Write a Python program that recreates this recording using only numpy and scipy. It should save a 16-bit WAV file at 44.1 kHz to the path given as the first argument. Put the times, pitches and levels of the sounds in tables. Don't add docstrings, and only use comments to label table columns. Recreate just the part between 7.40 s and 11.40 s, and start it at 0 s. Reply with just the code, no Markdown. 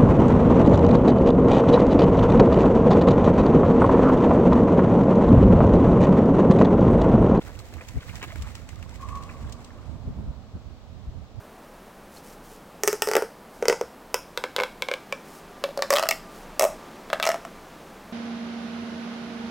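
import sys
import numpy as np
from scipy import signal
from scipy.fft import rfft, irfft, next_fast_len
from scipy.io import wavfile
from scipy.ndimage import uniform_filter1d, map_coordinates

SR = 44100
rng = np.random.default_rng(int(sys.argv[2]) if len(sys.argv) > 2 else 0)


def int16_out(signal):
    q = np.round(np.clip(np.atleast_2d(signal).T, -1, 1) * 32767)
    wavfile.write(sys.argv[1], SR, q.astype(np.int16))


N = 176400

# frequency_hz, gain_db
IMPACT_SPECTRUM = [(1500, -18), (3000, 8), (5000, 5.5), (8000, 6), (9500, -15), (15500, -9)]
# frequency_hz, gain_db
SPRAY_SPECTRUM = [(300, 5.5), (800, 3), (1350, 4), (2000, 9), (3200, 1), (6000, -1), (7800, 0), (9200, -9),
                  (12000, -12), (15500, -9.5)]
# frequency_hz, coherence
WATER_COHERENCE = [(500, 1), (4000, 0.19), (15000, 0.1)]
# frequency_hz, coherence
SHORE_COHERENCE = [(200, 0.81), (700, 0.86)]


def amp(db):
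    return 10 ** (np.asarray(db) / 20)


def unit(x):
    return x / np.sqrt(np.mean(x ** 2) + 1e-20)


def along(points, hz):
    knots_hz, values = np.transpose(points)
    return np.interp(np.log(hz + 1), np.log(knots_hz + 1), values)


def envelope(points):
    time_s, level_db = np.transpose(points)
    return amp(np.interp(np.arange(N) / SR, time_s, level_db))


def wobble(knots_per_s):
    return map_coordinates(rng.standard_normal(4096), [np.arange(N) * knots_per_s / SR], mode="wrap")


def filtered(x, response):
    n = x.shape[-1]
    padded = next_fast_len(n + 4096)
    return irfft(rfft(x, padded) * response(np.fft.rfftfreq(padded, 1 / SR)), padded)[..., :n]


def coloured(x, spectrum):
    return unit(filtered(x, lambda hz: amp(along(spectrum, hz))))


def noise(spectrum, samples=N):
    return coloured(rng.standard_normal((2, samples)), spectrum)


def spread(pair, coherence):
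    angle = lambda hz: np.arccos(np.clip(along(coherence, hz), -1, 1)) / 2
    mid, side = filtered(pair, lambda hz: np.array([np.cos(angle(hz)), np.sin(angle(hz))]))
    return np.array([mid + side, mid - side])


def pan(left_over_right_db):
    return unit(amp(np.array([[left_over_right_db], [-left_over_right_db]]) / 2))


def add(track, start_s, sound):
    part = track[..., max(0, round(start_s * SR)):][..., :sound.shape[-1]]
    part += sound[..., :part.shape[-1]]


def background(hiss_db=-61):
    # time_s, level_db
    shore_levels = [(1.4, -52.5), (1.8, -47.5), (2.5, -48.5), (3.35, -52.5)]
    # frequency_hz, gain_db
    shore_spectrum = [(180, 2), (240, 7), (330, -2.5), (620, -1.5), (1200, -8.5), (1700, -19.5),
                      (6000, -88)]
    hiss_spectrum = [(4000, 0), (7800, -10), (9200, -20), (12500, -22), (15000, -15)]
    rumble = spread(noise(shore_spectrum), SHORE_COHERENCE)
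    return envelope(shore_levels) * rumble + amp(hiss_db) * noise(hiss_spectrum)


def wind(sheltered_left_db=-15.5, breeze_body_db=-13, buffet_depth_db=3):
    # time_s, level_db
    breeze_levels = [(0, -38.5), (1.46, -36.5), (1.85, -34), (2.3, -40), (2.55, -33), (3.24, -41),
                     (3.33, -34), (3.41, -43), (3.66, -34), (3.83, -34.5), (3.89, -46.5), (4, -31.5)]
    # time_s, nominal_length_s, relative_level_db, left_over_right_db, body_over_rumble_db
    gusts = [(0.546, 0.05, -27.5, 3.5, -13), (0.986, 0.085, -35, 4, -37), (2.003, 0.076, -38, 3, -9),
             (2.649, 0.086, -34, 2.5, -7), (2.754, 0.1, -33.5, -7, -6.5), (2.857, 0.065, -31.5, -4.5, -14),
             (3.139, 0.044, -35, -1, -8.5), (3.667, 0.042, -32.5, 1, -16)]
    # frequency_hz, gain_db
    rumble_spectrum = [(20, -17), (62, 2), (100, -1), (250, -24.5), (1500, -92)]
    body_spectrum = [(60, -19), (140, 3), (240, 2.5), (350, -11), (1100, -27), (4000, -57)]
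    gust_coherence = [(100, 0.49)]
    buffeting = amp(buffet_depth_db * np.array([wobble(49.14), wobble(16)]))
    breeze = unit(buffeting * (noise(rumble_spectrum) + amp(breeze_body_db) * noise(body_spectrum)))
    out = envelope(breeze_levels) * amp([[sheltered_left_db], [0]]) * breeze
    for time_s, length_s, level_db, pan_db, body_db in gusts:
        swell = np.hanning(int(1.43 * length_s * SR))
        rumble, body = (unit(swell * spread(noise(spectrum, SR // 2), gust_coherence)[:, :len(swell)])
                        for spectrum in (rumble_spectrum, body_spectrum))
        gust = rumble + amp(body_db) * body
        add(out, time_s - length_s / 4, amp(level_db - 1.5) * pan(pan_db) * gust)
    return out


def far_call(pitch_hz=1111, echo_db=-9, echo_t60_s=2.4, scatter_hz=65):
    # time_s, level_db
    call_levels = [(1.585, -49.5), (1.62, -52), (1.634, -40.5), (1.695, -44), (1.72, -38), (1.765, -34),
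                   (1.81, -42.5), (1.85, -49)]
    t = np.arange(N) / SR
    rasp = np.interp(t, [1.69, 1.71], [0.75, 0.3])
    modulation = 1 - rasp + rasp * (wobble(230) + 1j * wobble(230))
    whistle = np.sqrt(2) * (modulation * np.exp(2j * np.pi * pitch_hz * t)).real
    sounding = (t > call_levels[0][0]) & (t < call_levels[-1][0])
    voice = whistle * envelope(call_levels) * sounding
    echo_decay = amp(-60 * t / echo_t60_s) * (1 - np.exp(-t / 0.01))
    reflections = spread(rng.standard_normal((2, N)), SHORE_COHERENCE) * echo_decay
    scattered = voice * (0.5 + wobble(scatter_hz) + wobble(4 * scatter_hz))
    echo = signal.fftconvolve(scattered[None], reflections, axes=1)[:, :N]
    return voice + amp(echo_db) * voice.std() * unit(echo)


def bubbles(length_s, centre_hz, per_s, level_range_db, octaves, decay_cycles=4.5, pitch_rise=0.11):
    count, t = int(per_s * length_s) + 2, np.arange(700) / SR
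    draws = np.random.default_rng(rng.integers(2 ** 31)).random((count, 4))
    onset, pitch, strength, life = draws.T[:, :, None]
    hz = centre_hz * 2 ** (octaves * np.arcsin(2 * pitch - 1) * 2 / np.pi)
    age = hz * t / (decay_cycles * (0.5 + life))
    phase = 2 * np.pi * hz * t * (1 + pitch_rise * np.tanh(age))
    shape = np.exp(-age) * (1 - np.exp(-2 * hz * t))
    rings = amp(level_range_db * strength) * hz ** 0.25 * np.sin(phase) * shape
    positions = (onset * length_s * SR).astype(int) + np.arange(len(t))
    cloud = np.bincount(positions.ravel(), rings.ravel())
    return cloud * np.sqrt(length_s * SR / np.sum(cloud ** 2))


def spray(drops_per_s=900, drop_spread_db=3.5, mist_gain=0.93, wake_db=-3):
    # time_s, level_db
    spray_levels = [(0, -54), (.55, -53), (.9, -50.5), (1.42, -59), (1.7, -53.5), (2.25, -59), (2.5, -65.5),
                    (3, -77)]
    strengths = amp(drop_spread_db * np.minimum(rng.exponential(size=(2, N)), 4))
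    signs = rng.choice([-1, 1], (2, N))
    landings = rng.random((2, N)) < drops_per_s / SR
    drops = coloured(strengths * signs * landings, SPRAY_SPECTRUM)
    mist = mist_gain * noise(SPRAY_SPECTRUM)
    patter = unit(spread(drops + mist, WATER_COHERENCE)) * amp(2.2 * wobble(45))
    wake = bubbles(N / SR, centre_hz=1100, per_s=130, level_range_db=28, octaves=2.237)
    add(patter, 0, amp(wake_db) * wake)
    return envelope(spray_levels) * patter


def drips(decay_s=0.002):
    # start_s, level_db
    large_drops = [(.255, -45), (1.358, -44), (1.494, -43.5), (1.836, -41), (2.097, -45)]
    out, t = np.zeros((2, N)), np.arange(1024) / SR
    for start_s, level_db in large_drops:
        add(out, start_s, amp(level_db) * np.exp(-t / decay_s) * noise(IMPACT_SPECTRUM, len(t)))
    return spread(out, WATER_COHERENCE)


def plunges(froth_db=-13):
    # start_s, length_s, level_db, pitch_hz
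    clumps = [(0.003, 0.022, -50.5, 1634), (.02, 0.41, -53, 399), (0.063, 0.011, -50.5, 1560),
              (0.072, 0.031, -46.5, 666), (0.38, 0.014, -49.5, 1600), (.404, .02, -48.5, 563),
              (0.407, 0.015, -44, 1640), (0.606, 0.027, -49, 2100), (0.674, 0.045, -52, 1990),
              (0.693, 0.0054, -42.5, 2480), (0.728, .014, -46.5, 890), (0.813, .038, -40.5, 1800),
              (0.879, 0.045, -48, 2140), (1.033, 0.073, -51, 1450), (1.891, 0.011, -43.5, 1930),
              (2.304, 0.0037, -49, 1870)]
    out = np.zeros((2, N))
    for start_s, length_s, level_db, pitch_hz in clumps:
        per_s = 1800 * amp(level_db + 48)
        octaves = 1.338 * min(1, length_s / 0.02)
        clump = bubbles(length_s, pitch_hz, per_s, level_range_db=22, octaves=octaves)
        add(out, start_s, amp(level_db) * clump)
        froth = noise(SPRAY_SPECTRUM, SR)[:, :int(length_s * SR * 1.4)]
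        add(out, start_s, amp(level_db + froth_db) * froth * np.hanning(froth.shape[1]))
    return out


def slaps(rise_s=0.0026, decay_s=0.0026, spatter_s=0.017, spatter_db=-20.5):
    # start_s, relative_level_db, relative_body_db
    footfalls = [(0.189, -38, -15), (0.3364, -42, -3.5), (0.4834, -35.5, -10), (0.754, -35, -9.5),
                 (0.826, -34, -3.5), (.838, -44, 8.5), (0.9561, -44, 2.5), (1.020, -33, -15),
                 (1.1504, -34, -10.5), (1.288, -37.5, -7.5), (1.4238, -42, -4), (1.554, -43.5, -11),
                 (1.686, -43.5, -2), (1.7522, -42.5, -4), (1.8235, -45.5, -2.5), (2.122, -31.5, -41),
                 (2.244, -38.5, -20)]
    # frequency_hz, gain_db
    body_spectrum = [(250, -4), (700, -6), (2800, -4.5), (4200, -26)]
    slap_gain_db, body_gain_db, grit_depth_db = 4.5, 9, 3
    out, t = np.zeros((2, N)), np.arange(4096) / SR
    attack = 1 - np.exp(-(t / rise_s) ** 2)
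    shape = attack * (np.exp(-t / decay_s) + amp(spatter_db) * np.exp(-t / spatter_s))
    for start_s, level_db, body_db in footfalls:
        grit = amp(grit_depth_db * unit(uniform_filter1d(rng.standard_normal(len(t)), size=24)))
        burst = unit(shape * grit) * np.sqrt(np.mean(shape ** 2))
        crack = noise(IMPACT_SPECTRUM, len(t))
        body = amp(body_db + body_gain_db) * noise(body_spectrum, len(t))
        add(out, start_s, amp(level_db + slap_gain_db) * burst * (crack + body))
    return spread(out, WATER_COHERENCE)


def propagation(splashes, right_lag_s=0.00011, treble_hz=10300, fade_db_per_s=2.5):
    # frequency_hz, left_over_right_db
    balance = [(1000, 0.5), (2200, -2), (5000, 1), (13000, -3)]
    left = lambda hz: np.exp(1j * np.pi * hz * right_lag_s) * amp(along(balance, hz) / 2)
    arriving = filtered(splashes, lambda hz: np.array([left(hz), 1 / left(hz)]))
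    treble = filtered(arriving, lambda hz: 1 - 1 / (1 + (hz / treble_hz) ** 10))
    treble_gain = amp(-fade_db_per_s * (np.arange(N) / SR - 1.5))
    return arriving + treble * (treble_gain - 1)


def scene():
    splashes = slaps() + drips() + plunges() + spray()
    return propagation(splashes) + far_call() + wind() + background()


def record(dry):
    return filtered(dry, lambda hz: hz < 16000)


dry = scene()
out = record(dry)
int16_out(out)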